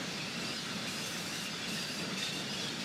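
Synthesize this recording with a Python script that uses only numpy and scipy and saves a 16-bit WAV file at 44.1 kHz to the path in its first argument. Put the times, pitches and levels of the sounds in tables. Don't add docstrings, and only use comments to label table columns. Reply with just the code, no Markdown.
import sys
import numpy as np
from scipy import signal
from scipy.fft import rfft, irfft, next_fast_len
from scipy.io import wavfile
from scipy.ndimage import uniform_filter1d, map_coordinates

SR = 44100
rng = np.random.default_rng(int(sys.argv[2]) if len(sys.argv) > 2 else 0)


def nominal_scale(level):
    x = np.asarray(level, float) / 20
    return 10 ** x


def output_pcm(signal):
    pcm = np.clip(np.atleast_2d(signal).T, -1, 1) * 32767
    wavfile.write(sys.argv[1], SR, np.round(pcm).astype(np.int16))


N = 125244

# start [t/s], length [t/s], pitch [f/Hz], level [level/dB], brightness [dB per octave]
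SCREECHES = [(0.384, 0.25, 967, -53, 1.5), (.62, .22, 900, -59.5, 7), (0.867, .21, 796, -46.5, 4),
             (1.059, 0.19, 932, -49, 8.5), (1.245, 0.23, 900, -48, 6.5), (1.675, 0.169, 916, -46, 4.5),
             (1.84, .205, 892, -52.5, 7.5), (2.168, .14, 900, -42, -.7), (2.317, .11, 900, -47.5, 2),
             (2.514, 0.185, 839, -47.5, -1), (2.788, 0.048, 840, -43, -4.1)]


def near_screeches():
    track = np.zeros(N + SR)
    for start, *call in SCREECHES:
        add(track, start, screech(*call))
    return track[:N]


# frequency [f/Hz], gain [level/dB]
SCREECH_THROAT = [(1200, -40), (2600, 3.5), (4700, 4.5), (6000, 0.5), (8000, -2.5), (10500, -10.5),
                  (12500, -14.5), (15000, -23.5)]


def screech(length, pitch_hz, db, bright_db):
    progress, shape = effort(length)
    arch = 0.34 * length * 4 * progress * (1 - progress)
    unsteady = 0.0087 * wobble(198.0, len(progress))
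    cycles = np.cumsum(pitch_hz * (1 + arch + unsteady)) / SR
    pulses = sum(np.cos(2 * np.pi * k * cycles) for k in range(1, 18))
    hiss = (1 + 0.16 * np.cos(2 * np.pi * cycles)) * rng.standard_normal(len(progress))

    def throat(hz):
        tilt_db = bright_db * np.log2(hz / 5000 + 0.01)
        return nominal_scale(along(SCREECH_THROAT, hz) + tilt_db)

    voice = filtered(0.6 * unit(pulses) + unit(hiss), throat)
    return nominal_scale(db + 0.95 * wobble(27, len(progress))) * shape * unit(voice)


# short, gliding syllables, with a
# loud squabble from 2.1 s
SQUEALS = [(.02, 0.028, 6500, 6500, -53), (.09, .09, 5050, 5100, -56), (.115, 0.042, 4250, 4750, -50),
           (0.173, .075, 3940, 4550, -48.5), (.19, 0.064, 2450, 2800, -51), (0.254, 0.049, 2700, 2700, -50),
           (.345, 0.052, 2720, 2675, -47.5), (.41, .115, 2680, 2640, -47), (0.394, .04, 4100, 4000, -47),
           (.405, .025, 7800, 7800, -58), (.44, .03, 4400, 4800, -49), (0.462, .035, 4830, 4880, -46.5),
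           (.49, .085, 4900, 5200, -49), (.47, .025, 9650, 9650, -59), (.58, .1, 9050, 9250, -63),
           (0.568, .03, 4880, 4820, -48), (.55, .11, 4145, 4300, -51), (0.694, .035, 4200, 4350, -50),
           (0.861, 0.041, 2404, 2420, -47.5), (.925, .035, 7900, 7800, -56),
           (0.948, .075, 4900, 5100, -49.5), (1.031, .055, 6150, 6400, -51), (1.09, .05, 8800, 9000, -57),
           (1.109, .045, 6050, 6150, -50), (1.165, .03, 6140, 6050, -49), (1.185, .035, 2720, 2760, -50),
           (1.266, .045, 4550, 4450, -49), (1.269, .15, 5850, 5950, -53), (1.317, .04, 2750, 2720, -44.5),
           (1.361, 0.038, 2950, 2900, -47), (1.405, 0.085, 2754, 2750, -47.5),
           (1.394, .025, 4620, 4600, -45.5), (1.446, .03, 3420, 3400, -48), (1.53, .05, 4950, 4800, -52),
           (1.62, .04, 3380, 3350, -44),
           (1.69, .065, 2720, 2660, -46), (1.77, .03, 2740, 2770, -47), (1.82, 0.028, 2780, 2700, -45),
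         (1.886, 0.042, 2820, 2780, -45.5), (1.985, .045, 2660, 2660, -46), (2.04, .025, 2780, 2800, -45),
         (1.74, .04, 4980, 5200, -50), (1.79, 0.062, 4900, 4750, -45), (1.875, 0.033, 4620, 4600, -46),
         (1.975, 0.028, 4720, 4700, -44), (1.5, .05, 4900, 4950, -51), (1.93, .05, 2740, 2680, -54),
         (1.84, .04, 4650, 4700, -49), (1.9, .07, 5000, 4900, -49), (2.01, 0.102, 4800, 4650, -51),
         (1.95, .08, 7350, 7550, -59), (1.88, .15, 11000, 9700, -63),
           (2.165, .085, 2700, 2680, -42.5), (2.26, .045, 2400, 2720, -49), (2.19, 0.03, 3200, 3650, -48),
            (2.22, .065, 3600, 3620, -41), (2.29, .035, 3900, 3450, -49), (2.185, 0.038, 5050, 4950, -47),
            (2.23, .075, 4600, 4000, -47), (2.165, .04, 5950, 5850, -50), (2.17, 0.059, 6600, 7300, -56),
            (2.31, 0.079, 2720, 2760, -47), (2.39, .055, 2720, 2850, -49), (2.6, .065, 4800, 4800, -51),
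            (2.345, .03, 4020, 4000, -46.5), (2.34, 0.08, 3550, 3620, -49), (2.2, 0.042, 1900, 1880, -48),
            (2.49, .075, 4850, 5150, -47), (2.555, 0.074, 3290, 3420, -46),
            (2.63, 0.087, 3450, 3150, -44.5), (2.11, .03, 2020, 2020, -52), (2.59, 0.038, 4500, 3700, -45),
            (2.585, 0.033, 5200, 5150, -47), (2.63, 0.067, 4950, 4850, -51),
            (2.685, 0.034, 4200, 4480, -45), (2.57, .1, 5400, 5900, -54), (3.1, .035, 3520, 3480, -45.5)]
LOW_SQUEALS = [
    (0.656, 0.19, 1397, 1302, -57),
    (1.121, .05, 1900, 1800, -54),
    (1.33, .03, 1820, 1810, -48),
    (1.405, .03, 1840, 1866, -46.5),
    (1.76, 0.038, 1840, 1825, -48),
    (1.815, 0.027, 1884, 1855, -50),
]


def near_squeals():
    track = np.zeros(N + SR)
    for start, *call in SQUEALS + LOW_SQUEALS:
        add(track, start, squeal(*call, jitter_hz=50, flutter_db=0.8))
    return track[:N]


def squeal(length, from_hz, to_hz, db, jitter_hz, flutter_db):
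    usual_pitch_hz, neighbour_db = 900, -14.5
    arch_per_s, rasp = 0.1, 0.38
    progress, shape = effort(length)
    size = len(progress)
    favoured = max(round((from_hz + to_hz) / 2 / usual_pitch_hz), 1)
    glide_hz = from_hz + (to_hz - from_hz) * progress
    line_hz = glide_hz * (1 + arch_per_s * length * (4 * progress * (1 - progress) - 2 / 3))
    cycles = np.cumsum((line_hz + jitter_hz * wobble(302.0, size)) / favoured) / SR
    stack = np.zeros(size)
    for k in range(-2, 3):
        if favoured + k > 1 or k == 0:
            stack += nominal_scale(neighbour_db * abs(k)) * np.sin(2 * np.pi * (favoured + k) * cycles)
    rough = stack * (1 + rasp * wobble(159.58, size))
    return nominal_scale(db + flutter_db * wobble(28.4, size)) * shape * unit(rough)


def effort(length):
    attack_s, release_s = 0.0091, 0.025
    t = np.arange(int(0.3 * SR)) / SR
    rise = np.clip(t / attack_s, 0, 1)
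    fall = np.clip((length - t) / release_s + 0.5, 0, 1)
    return np.clip(t / length, 0, 1), rise * fall


CHORUS_THROAT_HZ = [1550, 1950, 2700, 3598, 4486, 5000, 7060]
# frequency [f/Hz], gain [level/dB]
CHORUS_COLOUR = [(1000, -20.5), (1250, -2.5), (2150, -3), (2700, 4.5), (4800, 1.5), (5600, -18), (9000, -2),
                 (15000, -26.5)]


def crowd(count=150):
    lead = SR // 2
    track = np.zeros(N + 2 * SR)
    for k, (when, long, high, glide, loud) in enumerate(rng.random((count, 5))):
        line_hz = CHORUS_THROAT_HZ[k % 7] * (0.93 + 0.14 * high)
        end_hz = line_hz * (0.92 + 0.18 * glide)
        call = squeal(0.0576 + 0.15 * long, line_hz, end_hz, 3 * loud, jitter_hz=69.8, flutter_db=1.0)
        add(track, (k + 3 * when) / count * (N + lead) / SR, call)
    coloured = filtered(track, lambda hz: nominal_scale(along(CHORUS_COLOUR, hz)))
    return nominal_scale(-48) * unit(coloured[lead:lead + N])


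# frequency [f/Hz], gain [level/dB]
BLUR = [(700, -14.5), (1100, -8), (1300, 2), (4200, 1), (5200, -0.5), (8000, -12), (12000, -22),
        (15500, -30.5)]


def blur():
    return nominal_scale(-40.5) * rush(BLUR, patchy_db=1.34)


# time [t/s], gain [level/dB]
CHORUS_LEVEL = [(0, 0.041), (.7, 0), (1.5, 0), (2.1, 0), (2.45, 0.012), (2.84, 0.0083)]


def chorus():
    return nominal_scale(curve(CHORUS_LEVEL)) * (crowd() + blur())


# frequency [f/Hz], density [level/dB per Hz]
RUMBLE = [(18, -56), (30, -45), (70, -20), (150, -4.5), (178, -0.5), (210, -1.5), (377, -11), (439, -10),
          (1100, -19), (1430, -19.5), (2420, -120)]
# time [t/s], level [level/dB]
TRAFFIC = [(0, -42.5), (.38, -43.5), (.5, -42.5), (.56, -45.5), (.68, -43.5), (1.2, -43.5), (1.66, -44.5),
           (1.85, -43.5), (2.17, -41.5), (2.24, -43), (2.6, -43.5), (2.75, -41.5), (2.84, -43)]


def traffic():
    level_db = curve(TRAFFIC) + 1.0 * wobble(7.93, N)
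    return nominal_scale(level_db) * rush(RUMBLE, patchy_db=0.52)


# frequency [f/Hz], time to fall by 60 dB [t/s]
FOLIAGE = [(500, 0.1), (4000, 0.085), (12000, 0.28)]


def foliage(x):
    hz, t, z = signal.stft(rng.standard_normal(SR // 2), SR, nperseg=256)
    decay_db = -60 * t / along(FOLIAGE, hz)[:, None]
    tail = signal.istft(z * nominal_scale(decay_db), SR, nperseg=256)[1]
    return signal.fftconvolve(x, tail / np.linalg.norm(tail))[:N]


def unit(x):
    return x / np.sqrt(np.mean(x ** 2) + 1e-20)


def along(points, hz):
    f, v = np.transpose(points)
    return np.interp(np.log(hz + 1), np.log(f + 1), v)


def curve(rows):
    return np.interp(np.arange(N) / SR, *np.transpose(rows))


def wobble(rate, size):
    knots = rng.standard_normal(128)
    return map_coordinates(knots, [np.arange(size) * rate / SR], mode="mirror")


def filtered(x, response):
    m = next_fast_len(len(x) + 2048)
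    return irfft(rfft(x, m) * response(np.fft.rfftfreq(m, 1 / SR)), m)[:len(x)]


def rush(spectrum, patchy_db):
    z = signal.stft(rng.standard_normal(N + 512), nperseg=512)[2]
    field = uniform_filter1d(rng.standard_normal(z.shape), 4, 0)
    field = uniform_filter1d(field, 12, 1)
    noise = signal.istft(z * nominal_scale(patchy_db * unit(field)), nperseg=512)[1][:N]
    return unit(filtered(noise, lambda hz: nominal_scale(along(spectrum, hz))))


def add(track, start, sound):
    at = int(max(start, 0) * SR)
    track[at:at + len(sound)] += sound


def scene():
    near = near_screeches() + near_squeals()
    far = chorus()
    bats = near + nominal_scale(-14.5) * foliage(near) + 0.81 * far + nominal_scale(-10) * foliage(far)
    mono = bats + traffic()
    return np.array([mono, mono])


# centre [t/s], low edge [f/Hz], high edge [f/Hz], level [level/dB]
SPLIT_BANDS = [
    (.705, 6250, 7640, -62),
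    (1.1, 6880, 8400, -57.5),
    (1.1, 8950, 10450, -63.5),
    (1.52, 4600, 5750, -54),
    (2.47, 9800, 11100, -70.5),
]


def side_noise():
    t = np.arange(N) / SR
    side = np.zeros(N)
    for centre, low_hz, high_hz, db in SPLIT_BANDS:
        band = filtered(rng.standard_normal(N), lambda hz: (hz > low_hz) & (hz < high_hz))
        fade = np.cos(np.pi * np.clip((t - centre) / 0.046, -0.5, 0.5))
        side += nominal_scale(db) * fade * unit(band)
    return side


def band_limit(x):
    return signal.sosfilt(signal.butter(12, 15300, fs=SR, output="sos"), x)


def record(dry):
    side = side_noise()
    mix = dry + np.array([side, -side])
    return band_limit(mix)


dry = scene()
out = record(dry)
output_pcm(out)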